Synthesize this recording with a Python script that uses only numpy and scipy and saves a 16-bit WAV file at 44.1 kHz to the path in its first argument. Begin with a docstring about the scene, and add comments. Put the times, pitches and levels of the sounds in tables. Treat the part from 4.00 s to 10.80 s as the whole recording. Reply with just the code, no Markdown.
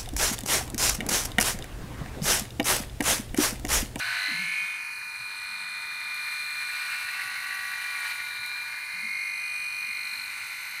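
"""A geared electric shaver is worked over a cheek, close by in a quiet room, for 6.8 seconds.
It starts pressed firmly, among a few soft bumps, then lightens within a second. From about 2.3 s it is
pressed again: the motor slows, the blades' tone swells and hairs tick. From about 4.7 s it runs lighter
and faster, its cutter loose until 6.4 s. Gear and blade tones, repeating rattle, bursts of ringing once
a turn and filtered noise make up the shaver; fading low tones make the bumps, quiet noise the room."""
import sys
import numpy as np
from scipy import signal
from scipy.fft import rfft, irfft, next_fast_len
from scipy.io import wavfile
from scipy.ndimage import map_coordinates

SR = 44100
rng = np.random.default_rng(int(sys.argv[2]) if len(sys.argv) > 2 else 0)


def wrap_up_sound(samples):
    """Save the sound to the file named by the first command line argument, as 16-bit audio."""
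    columns = np.atleast_2d(samples).T
    # keep every value between -1 and 1, then stretch to whole-number steps
    tamed = np.clip(columns, -1, 1)
    steps = np.round(tamed * 32767).astype(np.int16)
    wavfile.write(sys.argv[1], SR, steps)


N = 299880
T = np.arange(N) / SR  # time of each sample in seconds

# Levels in the tables are those before any later filter or swell.
# Colour of the room's faint noise. Each row: pitch in Hz, level in dB.
ROOM_COLOUR = [(15, -47), (25, -38), (48, -0.5), (112, -2.5), (228, -5), (297, -7.5), (355, -9.5), (383, 0),
               (414, -12), (520, -14), (680, -10.5), (1140, -120)]
# Soft bumps. Each row: start in seconds, pitch in Hz, level in dB, rise in seconds, decay in seconds.
BUMPS = [(.01, 112.5, -52.5, 0.052, 0.098), (.283, 287, -44, 0.0014, 0.047),
         (.312, 230, -38.5, 0.0027, 0.018), (0.327, 164, -43.5, 0.022, 0.029),
         (0.381, 176.3, -40.5, 0.016, 0.061), (0.601, 171, -56, 0.025, 0.03),
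         (1.19, 109, -53, 0.018, 0.021), (1.45, 194, -62, 0.076, 0.35), (3.03, 110, -59, 0.014, .025),
         (3.24, 115, -59, .015, 0.048), (4.382, 108, -53, 0.017, 0.019), (4.93, 180, -57, 0.019, 0.15),
         (5.022, 225, -47.5, 0.025, 0.024), (5.869, 223, -58, 0.016, .025), (6.1, 233, -64, 0.037, 0.15)]
# Thick hairs that snap. Each row: time in seconds, level in dB.
CUTS = [(2.005, -42), (2.144, -37), (2.325, -46), (2.999, -43), (4.003, -40), (4.064, -45), (4.224, -41),
        (4.461, -35), (6.444, -46), (6.709, -40)]
# Rings of the head that sound for a while, several of them overtones of the cutter's squeal. Each row: start
# and end in seconds, pitch in Hz, level in dB, # place in the turn from 0 to 1, decay as a share of the turn,
# roughness in radians.
BUZZES = [(-.2, .32, 1550, -37.5, .3, .14, .6), (-.2, .65, 2700, -48.5, .15, .1, .8),
          (-.1, .85, 6320, -57.5, .45, .15, 1.2), (-.2, .75, 8330, -58, .1, .3, 1.4),
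          (.11, .75, 9850, -55, .75, .16, 1.2), (.5, .8, 3130, -54, .3, .4, .3),
          (.62, .8, 3630, -55, .3, .4, .3), (.8, 1.02, 4450, -51, .83, .14, .9),
          (.76, 1.08, 10750, -58, .4, .3, 1.2), (.95, 2.2, 8130, -57, .3, .4, .5),
          (1.25, 3.1, 3620, -52, .18, .55, .4), (1.1, 2.7, 2030, -45, .5, .85, .2),
          (1.15, 2.7, 1425, -48, .2, .4, .3), (2.15, 3.2, 8130, -53, .77, .2, .5),
          (2.7, 3.45, 2682, -47, .4, .9, .4), (4.1, 4.7, 3820, -49, .1, .4, .9),
          (5.0, 6.2, 6130, -56.5, .55, .45, .5), (5.05, 6.9, 8380, -55.5, .45, .35, 1.3),
          (5.4, 5.7, 8500, -54.5, .2, .4, 1.2), (5.1, 5.85, 11100, -63, .3, .4, 1.8),
          (5.95, 6.35, 12370, -54.5, .7, .4, 1.2), (6.4, 7.1, 12470, -53.5, .7, .4, 1.7),
          (6.2, 7, 6250, -58, .55, .45, 1.6)]

# Speed of the cutter. Each row: time in seconds, turns per second (Hz).
SPEED = [(0, 48.6), (.09, 48.92), (.55, 49.05), (.78, 49.0), (1.1, 48.47), (1.85, 48.4), (2.3, 48.13),
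         (2.55, 48.18), (2.72, 47.92), (3.0, 47.83), (3.62, 47.92), (3.76, 47.73), (3.92, 47.72),
         (4.03, 47.33), (4.3, 47.5), (4.65, 47.95), (5.07, 48.78), (5.45, 48.95), (6.25, 48.64),
         (6.8, 48.63)]
# Pressure of the head on the skin. Each row: time in seconds, pressure (0 is a light touch, 1 is firm).
PRESSURE = [(0, 1.27), (.2, 1.07), (.5, 0.5), (.85, 0.21), (1.5, 0.42), (1.9, 0.41), (2.2, 0.61),
            (2.53, 0.57), (2.8, 0.89), (3.25, 0.79), (3.65, 0.7), (4.05, 0.91), (4.2, 0.72), (4.55, 0.7),
            (4.8, 0.54), (5.25, 0.19), (5.85, 0.2), (6.2, 0.44)]
# How three sounds grow with effort. Each holds: dB at a light touch, dB more at firm pressure,
# dB more at the heaviest drag.
RASP_LAW = (-44.5, 11.43, -0.62)
RATTLE_LAW = (-44, 10.5, -7.5)
MOTOR_LAW = (-55.5, 14.2, 1.5)

# Colour of the plastic housing. Each row: pitch in Hz, level in dB.
HOUSING = [(100, -44.5), (520, -31), (750, -22), (1000, -13.5), (1300, -9.5), (1480, 1), (1900, -4),
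           (2430, 5), (2580, -6.5), (3000, -10.5), (3350, -20.5), (3750, -10), (4500, -10), (5600, -25.5)]
# Colour of the metal foil. Each row: pitch in Hz, level in dB.
FOIL = [(300, -57), (3300, 2.5), (4800, -12), (5600, 4), (7000, 5.5), (7600, -1), (8700, 4), (10200, 6.5),
        (11200, 4.5), (12600, 7), (14300, 1), (15400, 4)]
# Narrow resonances laid over both. Each row: pitch in Hz, width in Hz, lift in dB.
RINGS = [(900, 44, 4.5), (1287, 50, -4.5), (1520, 107, -8.5), (1700, 120, -2), (4100, 200, 4),
         (6120, 150, 6), (8110, 226, 6.5), (8570, 130, 7.5), (9480, 540, 8), (10130, 140, 3.5),
         (12300, 270, 2.5), (5900, 70, 0.5), (5660, 39, 5), (6790, 59, 2.5), (8140, 99, 8),
         (9300, 150, 1.5), (4630, 79, -5)]
# The housing resonance damped by the skin. It holds: pitch in Hz, width in Hz, dB at firm pressure.
DAMPED = (2406, 260, -6.5)
# How hand and cheek lie round the head. 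Each row: time in seconds, gain of the hollows in dB
# (negative as they close in) before each hollow takes its share.
GRIP = [(0, -1.5), (.5, 5), (.76, -0.5), (.9, -2), (1.9, -6), (2.9, -0.5), (4.1, 1.5), (4.4, -2.5),
        (5.2, -0.5), (5.6, 1.5), (6.8, 0)]
# Bands that hand and cheek damp. Each row: pitch in Hz, width in Hz, share of the gain above.
HOLLOWS = [(2800, 655, 0.99), (6100, 1600, 0.27), (14700, 770, 0.25)]
# Gliding hollows and peaks. Each row: start and end in seconds, from Hz, to Hz, width in Hz, gain in dB.
SWEEPS = [(0.65, 1.3, 4000, 2960, 400, -10), (.25, 1.0, 12200, 11800, 620, -7),
          (.6, 2.5, 11700, 11200, 400, -6), (.5, 2.6, 14700, 14300, 900, -4),
          (2.9, 5.9, 2400, 3100, 210, -4), (1.6, 3.9, 7650, 7450, 200, -3), (4.3, 6.4, 3400, 3600, 300, -6),
          (4.9, 5.8, 12800, 16000, 700, -6), (5.0, 6.16, 6900, 6600, 450, -10),
          (4.96, 5.9, 9700, 9100, 490, -4), (5.9, 7.4, 14500, 13800, 600, 3),
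          (4.2, 5.5, 11300, 11900, 400, -4), (1, 1.7, 6700, 6750, 300, -4), (5.5, 7.2, 3150, 3200, 150, -5),
          (4.9, 7.6, 8600, 8400, 200, 3)]

# Spells in which the cutter rocks, seated or loose, and rings at two pitches. Each row: time of the
# height in seconds, swell in seconds, fade in seconds, low pitch in Hz, low level in dB,
# high pitch in Hz, high level in dB.
ROCKING = [(.26, 0.11, 0.15, 2010, -35.5, 4110, -34), (.52, 0.24, 0.34, 2209, -34, 4205, -50.5),
           (1.5, 0.57, 0.84, 2220, -69, 4200, -44.5), (2.55, 0.51, 0.65, 2040, -69, 4156, -43),
           (3.8, 0.67, 0.61, 1944, -41.5, 4104, -48), (4.45, 0.3, 0.26, 2190, -58, 4150, -43.5),
           (4.85, 0.2, 0.26, 2072, -41, 4330, -50.5), (5.16, 0.25, 0.36, 2119, -33, 4330, -46),
           (5.65, 0.44, 0.26, 2076, -48, 4295, -47), (5.97, 0.21, 0.15, 2120, -39, 4215, -45.5),
           (6.17, 0.19, 0.12, 2050, -51, 4180, -40), (6.55, 0.37, 0.88, 2070, -45, 4230, -50.5)]
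# Knocks of the seated cutter: stroke, rebound, return. Each row: place in the turn from 0 to 1,
# level in dB against the others, rise and decay as shares of the turn.
STROKES = [(.81, 0, .04, .17), (.1, -4, .11, .15), (.32, -5, .04, .05)]
# How loosely the cutter rides. Each row: time in seconds, looseness (0 is seated, 1 is free).
LOOSE = [(4.65, 0), (4.85, 1), (6.25, 1), (6.45, 0)]

# Tone of the blades. Each row: multiple of the cutter turn, level in dB against the others.
BLADE_TONES = [(8, -39.5), (16, -17.5), (24, -5), (32, -6), (35, -8), (38, -9), (40, 0.5), (48, -10),
               (56, -3)]
# Swelling of that tone as the blades bite. Each row: time in seconds, level in dB.
BLADE_LEVEL = [(0, -43), (.7, -67), (1.9, -64), (2.25, -51), (2.65, -46), (2.8, -44.5), (3.2, -39.5),
               (3.8, -40.5), (4.05, -40.5), (4.4, -57), (4.7, -60), (6.8, -75)]
# Hiss of the foil. Each row: time in seconds, level in dB.
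HISS = [(0, -47.5), (.6, -49), (.8, -51), (1.7, -51.5), (2.4, -47), (2.95, -44.5), (3.3, -45.5),
        (4.05, -44.5), (4.6, -48), (5.3, -51), (6.2, -49), (6.8, -51)]
# Tufts of stubble. Each row: time of the height in seconds, length in seconds, swell in dB.
TUFTS = [(2.323, 0.074, 2.5), (2.933, 0.12, 0.5), (3.24, 0.066, 1.5), (4.077, 0.13, 3), (6.446, 0.05, 1)]
# Housing resonances that flare as hairs catch. Each row: pitch in Hz, width in Hz.
FLARES = [(1150, 62), (1550, 180), (1850, 280), (2150, 100), (2680, 220)]
# Foil resonances that flicker at random, each by itself, as the shaver moves.
# Each row: pitch in Hz, width in Hz.
FOIL_FLICKERS = [(5800, 770), (8200, 300), (9600, 360), (12400, 700), (14800, 900)]

# Tones of the cutter gear. Each row: multiple of the cutter turn, level in dB against the others.
GEAR_TONES = [(16, -26.5), (19, -31), (20, -19), (25, -9), (28, -22), (42, -12), (50, 12.5), (100, -31),
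              (125, -20)]
# Whine of that gear as a whole. Each row: time in seconds, level in dB.
WHINE = [(0, -40), (.35, -53), (.6, -36.5), (1.0, -37), (1.8, -34), (2.15, -32.5), (3.0, -38), (3.28, -45),
         (3.9, -38), (4.2, -40), (4.55, -34.5), (4.8, -40.5), (5.15, -37), (5.8, -35.5), (6.4, -42.5),
         (6.8, -45)]
# Tones of the motor. Each row: multiple of the motor turn, level in dB against the others.
MOTOR_TONES = [(1, -32.5), (9, -19), (13, 1)]
# Hums and thin whistles. Each row: start and end in seconds, multiple of the motor turn, level in dB.
WHISTLES = [(-.3, .45, 6, -57), (.2, .9, 6, -66), (-.1, .7, 15, -43), (.6, 1.1, 15, -52),
            (1.1, 2.5, 6, -69), (5.1, 6, 6, -69), (.6, 2.5, 8, -63), (4.6, 7.2, 8, -66), (-.5, .67, 9, -58),
            (5.4, 6.9, 9, -59), (.75, 2.3, 90, -63), (.75, 2.3, 93, -64), (1.1, 2.1, 71, -61),
            (2.1, 4.8, 90, -62), (4.75, 6.1, 90, -55), (5.8, 7.2, 90, -60), (5, 6.6, 85, -70),
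            (5, 5.9, 88, -69), (6.05, 7, 64, -64)]
MOTOR_TURNS = 26 / 11  # turns of the motor for each turn of the cutter


def undb(db):
    """Turn decibels into a gain."""
    return 10 ** (np.asarray(db) / 20)


def curves(table):
    """Join each column of a timed table by straight lines."""
    s, *columns = np.transpose(table)
    return [np.interp(T, s, column) for column in columns]


def unit(x):
    """Scale a sound to an average (rms) strength of 1."""
    return x / np.sqrt(np.mean(x ** 2))


def walk(rate):
    """Wander smoothly at random, with about `rate` new values a second and a spread of 1."""
    knots = rng.standard_normal(8192)
    return unit(map_coordinates(knots, [T * rate], order=2, mode="mirror"))


def spell(start, end):
    """Pick the samples between two times, with a rounded swell over them."""
    on = (T > start) & (T < end)
    progress = (T[on] - start) / (end - start)
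    return on, np.sqrt(np.abs(np.sin(np.pi * progress)))


def band_of(x, centre_hz, width_hz, power=2):
    """Take out one band round a pitch; a higher power gives a flatter top."""
    hz = np.arange(N // 2 + 1) * SR / N
    return irfft(rfft(x) * np.exp(-((hz - centre_hz) / width_hz) ** power), N)


def colour(x, points, rings=(), tilt_db=0):
    """Ring a sound through a body: a broad colour, narrow resonances and a slope in dB per octave."""
    size = next_fast_len(N + 8192) // 2 * 2
    hz = np.maximum(np.arange(size // 2 + 1) * SR / size, 1)
    at, db = np.transpose(points)
    gain_db = np.interp(np.log(hz), np.log(at), db)
    gain_db = gain_db + tilt_db * np.log2(np.maximum(hz, 500) / 2000)  # the slope is level below 500 Hz
    gain_db = gain_db - 12 * np.maximum(np.log2(hz / at[-1]), 0)  # falls off above the last point
    for centre_hz, width_hz, lift_db in rings:
        gain_db = gain_db + lift_db * np.exp(-((hz - centre_hz) / width_hz) ** 2)
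    # keeping one half of the cepstrum makes the body ring after a knock, never before it
    cepstrum = irfft(np.log(undb(gain_db)))
    response = np.exp(rfft(2 * cepstrum[:size // 2], size))
    return irfft(rfft(x, size) * response)[:N]


def tones(turn, table):
    """Sing steady sines on whole multiples of a shaft's turn."""
    lines = (undb(db) * np.sin(2 * np.pi * (round(k) * turn + rng.random())) for k, db in table)
    return unit(sum(lines))


def clatter(turn, count, size):
    """Repeat a pattern of tooth contacts every turn, slowly blending through `count` random patterns."""
    out = np.zeros(N)
    position = np.linspace(0, count - 1, N)
    for k in range(count):
        pattern = irfft(np.exp(2j * np.pi * rng.random(size)), 8192)
        away = np.abs(position - k)
        near = away < 1
        places = np.linspace(0, 1, len(pattern))
        contacts = np.interp(turn[near] % 1, places, pattern)
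        out[near] += np.cos(np.pi / 2 * away[near]) * contacts
    return unit(out)


def bursts(turn, turn_hz, pitch_hz, place, rise, fall, rough):
    """Ring once a turn; place, rise and fall are shares of the turn, rough (rad) spreads the pitch."""
    shifted = turn - place + .3
    number = np.floor(shifted).astype(int) + 2
    timing, strength = rng.standard_normal((400, 2))[number].T
    offset = shifted % 1 - .3  # turns since the height of the burst
    swell = np.where(offset < 0, np.exp(-(offset / rise) ** 2), np.exp(-np.abs(offset) / fall))
    swell = swell * np.minimum(20 * np.minimum(offset + .3, .7 - offset), 1)  # no click between bursts
    # small knocks disturb the ring: ten that repeat every turn, plus a weaker part that is new
    pattern = np.tile(unit(rng.standard_normal(10)), 420) + .35 * rng.standard_normal(4200)
    knocks = np.interp(turn * 10, np.arange(4200), pattern)
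    # each ring comes slightly early or late, and a little stronger or weaker
    ring = np.sin(2 * np.pi * pitch_hz * offset / turn_hz + .2 * timing + rough * knocks)
    return unit(swell * ring * undb(.7 * strength))


def drag():
    """Read the drag of the stubble, 0-1, from how far the motor is below its fastest speed."""
    speed_hz, = curves(SPEED)
    return (speed_hz.max() - speed_hz) / np.ptp(speed_hz)


def effort(law):
    """Give the level in dB of a sound that follows pressure on the skin and drag on the motor."""
    light_db, pressed_db, dragged_db = law
    pressure, = curves(PRESSURE)
    return light_db + pressed_db * pressure + dragged_db * drag()


def room_noise():
    """The quiet room is a faint, mostly low noise with a slightly wandering level."""
    noise = unit(colour(rng.standard_normal(N), ROOM_COLOUR))
    return noise * undb(-66.5 + .8 * walk(6))


def bumps():
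    """Dull low thuds swell and die away, unsteady in pitch."""
    out = np.zeros(N)
    wobble = .6 * walk(50)  # radians
    for s, hz, db, rise, decay in BUMPS:
        age = np.maximum(T - s, 0)
        swell = np.minimum(age / rise, 1) * np.exp(-np.maximum(age - rise, 0) / decay)
        out += undb(db) * swell * np.sin(2 * np.pi * hz * age + wobble)
    return out


def cuts():
    """A thick hair snaps between the blades and the foil ticks: a very short burst of bright noise."""
    decay_s = 0.0026
    envelope = sum(undb(db) * (T >= s) * np.exp(-np.abs(T - s) / decay_s) for s, db in CUTS)
    return envelope * unit(colour(rng.standard_normal(N), FOIL, RINGS, tilt_db=6))


def buzzes(turn):
    """Rings are struck once a turn over spells that swell and fade; several are overtones of the cutter's
    squeal."""
    speed_hz, = curves(SPEED)
    out = np.zeros(N)
    for start, end, hz, db, place, fall, rough in BUZZES:
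        on, touch = spell(start, end)
        buzz = bursts(turn[on], speed_hz[on], hz, place, rise=.09, fall=fall, rough=rough)
        out[on] += undb(db) * touch * buzz
    return out


def muffle(x):
    """Hand and cheek deepen the hollows between the resonances when they close round the head."""
    grip_db, = curves(GRIP)
    out = x
    for centre_hz, width_hz, share in HOLLOWS:
        out = out + (undb(share * grip_db) - 1) * band_of(x, centre_hz, width_hz, power=4)
    return out


def sweep(x):
    """Reflections from hand and cheek carve hollows and peaks that glide as the shaver moves."""
    hz, s, frames = signal.stft(x, SR, nperseg=1024)
    gain_db = np.zeros(frames.shape)
    for start, end, from_hz, to_hz, width_hz, db in SWEEPS:
        progress = np.clip((s - start) / (end - start), 0, 1)
        centre_hz = from_hz + (to_hz - from_hz) * progress
        on = (s > start) & (s < end)
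        shape = np.exp(-((hz[:, None] - centre_hz[on]) / width_hz) ** 2)
        gain_db[:, on] += db * np.sin(np.pi * progress[on]) * shape
    return signal.istft(frames * undb(gain_db), SR, nperseg=1024)[1][:N]


def damp(x):
    """The skin takes the ring out of one housing resonance as the head is pressed down."""
    centre_hz, width_hz, pressed_db = DAMPED
    pressure, = curves(PRESSURE)
    return x + (undb(pressed_db * pressure) - 1) * band_of(x, centre_hz, width_hz)


def flicker(x, resonances, depth_db):
    """Each resonance swells and shrinks by itself at random."""
    out = x
    for centre_hz, width_hz in resonances:
        change_db = depth_db * np.clip(walk(55), -2, 2)
        out = out + (undb(change_db) - 1) * band_of(x, centre_hz, width_hz)
    return out


def rocking():
    """Spells swell and fade like bells; their powers add and pitch passes from one to the next."""
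    s, swell, fade, low_hz, low_db, high_hz, high_db = np.transpose(ROCKING)
    age = T[:, None] - s
    power = np.exp(-2 * (age / np.where(age < 0, swell, fade)) ** 2) + 1e-18
    share = power / power.sum(axis=1, keepdims=True)
    low_gain = np.sqrt(power @ undb(low_db) ** 2)
    high_gain = np.sqrt(power @ undb(high_db) ** 2)
    return share @ low_hz, low_gain, share @ high_hz, high_gain


def chatter(turn):
    """The cutter rocks in its seat every turn and rings at two pitches, more raggedly under drag."""
    speed_hz, = curves(SPEED)
    low_hz, low_gain, high_hz, high_gain = rocking()
    low_rough = .05 + .7 * drag() ** 2
    high_rough = .15 + 1.0 * drag() ** 2
    # the low ring swells twice a turn
    low = bursts(turn, speed_hz, low_hz, place=.74, rise=.14, fall=.24, rough=low_rough)
    second = bursts(turn, speed_hz, low_hz, place=.33, rise=.11, fall=.24, rough=low_rough)
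    low = low + undb(-1.5) * second
    # held in its seat the cutter knocks three times a turn; riding loose it rings once
    seated = np.zeros(N)
    for place, db, rise, fall in STROKES:
        seated += undb(db) * bursts(turn, speed_hz, high_hz, place, rise, fall, high_rough)
    riding = bursts(turn, speed_hz, high_hz, place=.55, rise=.07, fall=.2, rough=high_rough)
    loose, = curves(LOOSE)
    high = np.sqrt(1 - loose) * unit(seated) + np.sqrt(loose) * riding
    return unit(low) * low_gain + high * high_gain


def blades(turn):
    """Blades scrape the foil harder at some places of the turn and snip single hairs."""
    load = drag()
    hiss_db, = curves(HISS)
    tuft_db = sum(db * np.exp(-(2 * (T - s) / length) ** 2) for s, length, db in TUFTS)
    # the more the stubble drags, the more the scraping surges
    surge = undb((1.06 + 0.18 * load) * np.clip(walk(45), -2, 2))
    bite = undb(0.78 * clatter(turn, count=6, size=12))
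    # about 900 snips a second, of random strength
    snip_gain = undb(4.2 * np.minimum(rng.exponential(size=N), 4))
    snips = unit((rng.random(N) < 900 / SR) * rng.choice([-1, 1], N) * snip_gain)
    # part of the scraping repeats from turn to turn, part is new each time
    repeat = clatter(turn, count=9, size=330)
    scrape = bite * (rng.standard_normal(N) + repeat + undb(-7.0) * snips)
    body = colour(scrape * surge, HOUSING, RINGS, tilt_db=-0.6)
    rasp = unit(flicker(body, FLARES, 1.2 + 3.6 * load))
    # in the foil the repeating part weakens under drag
    foil_repeat = undb(1.5 - 6 * load) * clatter(turn, count=8, size=330)
    foil = bite * (rng.standard_normal(N) + undb(-7.0) * snips + foil_repeat)
    foil_ring = colour(foil * undb(0.5 * walk(70)), FOIL, RINGS)
    hiss = unit(flicker(foil_ring, FOIL_FLICKERS, 1.6))
    return rasp * undb(effort(RASP_LAW) + tuft_db) + hiss * undb(hiss_db + tuft_db)


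def rattle(turn):
    """Play in the gears shakes the housing; pressed blades add their own tone."""
    motor_teeth = clatter(turn * MOTOR_TURNS, count=3, size=140)
    teeth = clatter(turn, count=5, size=330) + undb(-0.5) * motor_teeth
    body = unit(colour(teeth, HOUSING, RINGS, tilt_db=0.43))
    blade_db, = curves(BLADE_LEVEL)
    # the blades wander a little in timing and level, as hairs resist them
    lag = .002 * walk(35)  # turns
    waver_db = 2.2 * np.clip(walk(22), -2, 1.3)
    blade_tone = tones(turn + lag, BLADE_TONES) * undb(blade_db + waver_db)
    return body * undb(effort(RATTLE_LAW)) + blade_tone


def whine(turn):
    """The gears sing on multiples of the shaft's turn; the motor adds its own tone, hums and whistles."""
    gear_db, = curves(WHINE)
    motor_turn = turn * MOTOR_TURNS
    out = tones(turn, GEAR_TONES) * undb(gear_db + 0.78 * walk(40))
    out += tones(motor_turn, MOTOR_TONES) * undb(effort(MOTOR_LAW) + 1.0 * walk(27))
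    for start, end, multiple, db in WHISTLES:
        on, swell = spell(start, end)
        out[on] += undb(db) * swell * tones(motor_turn[on], [(multiple, 0)])
    return out


def shaft():
    """Count the cutter's turns; its speed trembles slightly, and more as hairs snag it."""
    speed_hz, = curves(SPEED)
    tremble = 0.000357 * walk(40) + 0.001105 * drag() * walk(14)
    return np.cumsum(speed_hz * (1 + tremble)) / SR


def scene():
    """One shaft times the gears, cutter and blades; snapping hairs, bumps and room noise are added."""
    turn = shaft()
    housing = damp(rattle(turn) + blades(turn))
    head = sweep(muffle(whine(turn) + chatter(turn) + housing))
    shaver = head + buzzes(turn) + cuts()
    return (shaver + bumps() + room_noise())[None]


def record(dry):
    """The phone that hears the shaver cuts the top above 15450 Hz."""
    lowpass = signal.firwin(801, 15450, fs=SR)
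    return signal.fftconvolve(dry, lowpass[None], mode="same")


dry = scene()
out = record(dry)
wrap_up_sound(out)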